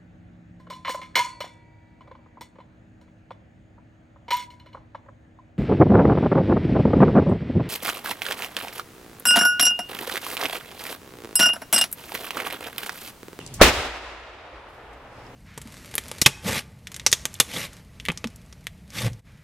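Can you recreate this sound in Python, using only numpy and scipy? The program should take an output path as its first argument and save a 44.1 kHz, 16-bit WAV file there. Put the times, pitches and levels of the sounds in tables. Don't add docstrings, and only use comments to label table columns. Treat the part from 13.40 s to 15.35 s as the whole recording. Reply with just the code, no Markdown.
import sys
import numpy as np
from scipy import signal
from scipy.io import wavfile
from scipy.ndimage import uniform_filter1d

SR = 44100
rng = np.random.default_rng(int(sys.argv[2]) if len(sys.argv) > 2 else 0)


def master_out(mix):
    frames = np.transpose(np.atleast_2d(mix))
    ceiling = np.clip(frames, -1, 1)
    pcm = np.round(ceiling * 32767).astype(np.int16)
    wavfile.write(sys.argv[1], SR, pcm)


def invert_db(x):
    u = np.asarray(x, float) / 20
    return 10 ** u


N = 85995

# (frequency [Hz], level per hertz [dB])
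SUBURB_SPECTRUM = [(30, -4.5), (60, -5.5), (140, -8.5), (300, -15), (700, -18.5), (2800, -25), (6000, -37),
                   (16000, -48.5)]
# (frequency [Hz], wobble [Hz], level [dB])
MACHINE_HUMS = [(122, 5, -47), (263, 4, -53)]
# (time [s], level [dB], centre [Hz], width [Hz], ring
# t60 [s])
HANDLING_CLICKS = [(.0631, -35, 7600, 3000, .02), (.0635, -38, 4600, 1500, .02),
                   (.1396, -33, 7500, 4000, .03), (1.865, -47, 5200, 600, .03), (0, -46, 2800, 400, .2),
                   (.0135, -38, 1500, 600, .015), (.0743, -40, 7200, 3500, .025),
                   (.075, -43, 4600, 1500, .02), (.085, -56, 8000, 7000, .04), (.141, -42, 7000, 5000, .18),
                   (.140, -48, 13000, 5000, .12), (1.285, -57, 9000, 9000, 1.2),
                   (1.34, -56, 8000, 11000, .2), (1.53, -52, 6500, 7000, .1), (0, -56, 7000, 7000, 1.5)]
# (centre [Hz], width [Hz], level [dB])
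CLOTH_BANDS = [(2170, 2250, -51), (5100, 790, -61), (8600, 3800, -68), (800, 770, -47.5)]
# (frequency [Hz], half-octave level at the shot [dB], t60 [s])
SLOPE_ECHOES = [(27.4, -38, 6.4), (63.5, -15.5, 3.53), (155, -41, 0.76), (323.5, -18, 3.51),
                (741, -10.5, 3.19), (2540, -7.5, 2.227), (6060, -15.5, 1.37), (14900, -30, 0.49)]
# (frequency [Hz], half-octave level at the shot [dB], t60 [s])
YARD_ECHOES = [(40, -16, 0.99), (130, -14, 0.56), (400, -6, 0.7), (1200, -5.5, 0.4), (2500, 1, 0.42),
               (5960, -12.5, 0.74), (14500, -19.5, 0.7)]
# (delay after the shot [s], frequency [Hz], level [dB], t60 [s], sign [+1 or -1])
MUZZLE_RINGS = [
    (.0008, 565, 14, .045, -1),
    (-.0001, 450, 8, .006, -1),
    (.0232, 61, 5, .17, 1),
    (0, 35, 4, .06, -1),
    (.11, 80, -10, .12, 1),
    (.162, 80, -11, .15, 1),
    (.27, 58, -18, 1.6, 1),
]
HALF_OCTAVES_HZ = 35 * 2 ** np.arange(0, 9.1, .5)

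SHOT_S = .2136
PORTS_HZ, SIDE_LOW_DB = 3000, -22
SUBURB_DB = -44.5
CLICK_RISE_S = .0007
RUSTLE_S, RUSTLE_LEN_S = 1.8, .08
CLUMP_DB, CLUMP_RATE_HZ = 2, 45
YARD_RISE_S, YARD_END_S, YARD_END_DB = .009, .083, -6
HOUSES_S, HOUSES_LEN_S, HOUSES_DB = 0.22, 0.062, 3.5
FLAME_DB, FLAME_HZ, FLAME_RISE_DB_S = -13, 1100, 1400
WHUMP_DB, WHUMP_HZ, WHUMP_RISE_DB_S = -26, 70, 400
CRACK_DB, CRACK_HZ, CRACK_T60_S = -3, 3000, .05
OVERLOAD_DB = 1
FAST_DB, FAST_S, FAST_DELAY_S = -5, .002, .0066
SLOW_DB, SLOW_S = -16, .09
HOLD_S, RECOVER_DB_S = 0.65, 15.5
LOW_CUT_HZ, TOP_HZ = 22, 16100


def level(x, db):
    return x * invert_db(db) / np.sqrt(np.mean(x ** 2))


def band(hz, width, channels=1):
    edges = [max(hz - width / 2, 9), min(hz + width / 2, .49 * SR)]
    sos = signal.butter(2, edges, "band", fs=SR, output="sos")
    return level(signal.sosfilt(sos, rng.standard_normal((channels, N))), 0)


def wide(hz, width):
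    mid, side = band(hz, width, channels=2)
    ratio = hz / PORTS_HZ
    share = np.hypot(invert_db(SIDE_LOW_DB), ratio / np.hypot(1, ratio))
    return mid + share * side * np.array([[1], [-1]])


def walk(rate):
    k = int(SR / rate)
    steps = np.repeat(rng.standard_normal(N // k + 1), k)
    return 1.47 * uniform_filter1d(uniform_filter1d(steps, k), k)[:N]


def read(table, hz, axis):
    columns = np.array(table)
    return np.interp(np.log(hz), np.log(columns[:, 0]), columns[:, axis])


def fade(age, t60):
    return (age >= 0) * invert_db(-60 * np.maximum(age, 0) / t60)


def suburb():
    bed, hum = 0, 0
    for hz in HALF_OCTAVES_HZ:
        flicker = invert_db(read(SUBURB_SPECTRUM, hz, axis=1) + 1.9 * walk(5.4))
        bed = bed + wide(hz, hz / 3) * np.sqrt(hz) * flicker
    for hz, wobble, db in MACHINE_HUMS:
        phase = 2 * np.pi * np.cumsum(hz + wobble * walk(30.17)) / SR
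        hum = hum + np.sin(phase) * invert_db(db + 3 * walk(58))
    return level(bed, SUBURB_DB) + hum


def handling(t):
    clicks, cloth = 0, 0
    for s, db, hz, width, t60 in HANDLING_CLICKS:
        rise = np.clip((t - s) / CLICK_RISE_S, 0, 1)
        clicks = clicks + wide(hz, width) * invert_db(db) * fade(t - s, t60) * rise
    for hz, width, db in CLOTH_BANDS:
        cloth = cloth + wide(hz, width) * invert_db(db + 2.3 * walk(40.03))
    return clicks + cloth * np.exp(-((t - RUSTLE_S) / RUSTLE_LEN_S) ** 2)


def echoes(age):
    out, clumps = 0, walk(CLUMP_RATE_HZ)
    thinning = 1 / (1 + np.exp(np.clip((YARD_END_S - age) / .006, -50, 50)))
    houses = np.exp(-((age - HOUSES_S) / HOUSES_LEN_S) ** 2)
    rise = np.clip(age / YARD_RISE_S, 0, 1) ** 2
    rise = rise * invert_db(YARD_END_DB * thinning + HOUSES_DB * houses)
    for hz in HALF_OCTAVES_HZ:
        near = invert_db(read(YARD_ECHOES, hz, axis=1)) * fade(age, read(YARD_ECHOES, hz, axis=2))
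        near = near * invert_db(CLUMP_DB * clumps)
        far = invert_db(read(SLOPE_ECHOES, hz, axis=1)) * fade(age, read(SLOPE_ECHOES, hz, axis=2))
        far = far * invert_db(CLUMP_DB / 3 * clumps)
        out = out + wide(hz, hz / 2.33) * np.hypot(near, far) * rise * invert_db(.5 * walk(14))
    return out


def barrel(age):
    before = np.minimum(age, 0)
    flame = band(FLAME_HZ, 960) * invert_db(FLAME_DB + FLAME_RISE_DB_S * before)
    whump = band(WHUMP_HZ, 120) * invert_db(WHUMP_DB + WHUMP_RISE_DB_S * before)
    burn = (flame + whump) * np.where(age < 0, 1, fade(age, .03))
    pop = 0
    for lag, hz, db, t60, sign in MUZZLE_RINGS:
        pop = pop + sign * invert_db(db) * fade(age - lag, t60) * np.sin(2 * np.pi * hz * (age - lag))
    crack = wide(CRACK_HZ, 4200) * invert_db(CRACK_DB) * fade(age, CRACK_T60_S)
    return burn + pop + crack


def scene():
    t = np.arange(N) / SR
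    return suburb() + handling(t) + echoes(t - SHOT_S) + barrel(t - SHOT_S)


def low_pass(x):
    return signal.sosfilt(signal.butter(12, 16140, fs=SR, output="sos"), x)


def record(dry):
    age = np.maximum(np.arange(N) / SR - SHOT_S, 0)
    flat = dry / (1 + (dry / invert_db(OVERLOAD_DB)) ** 10) ** (1 / 10)
    fast = (age > 0) / (1 + np.exp(np.clip((FAST_DELAY_S - age) / FAST_S * 4, -50, 50)))
    slow = 1 - np.exp(-age / SLOW_S)
    recovery_db = RECOVER_DB_S * np.maximum(age - HOLD_S, 0)
    gain = invert_db(np.minimum(FAST_DB * fast + SLOW_DB * slow + recovery_db, 0))
    low_cut = signal.butter(1, LOW_CUT_HZ, "high", fs=SR, output="sos")
    top_cut = signal.ellip(8, .2, 60, TOP_HZ, fs=SR, output="sos")
    x = signal.sosfilt(low_cut, flat * gain)
    x = signal.sosfilt(top_cut, np.clip(x, -1, 1))
    return low_pass(np.clip(x, -1, 1))


dry = scene()
out = record(dry)
master_out(out)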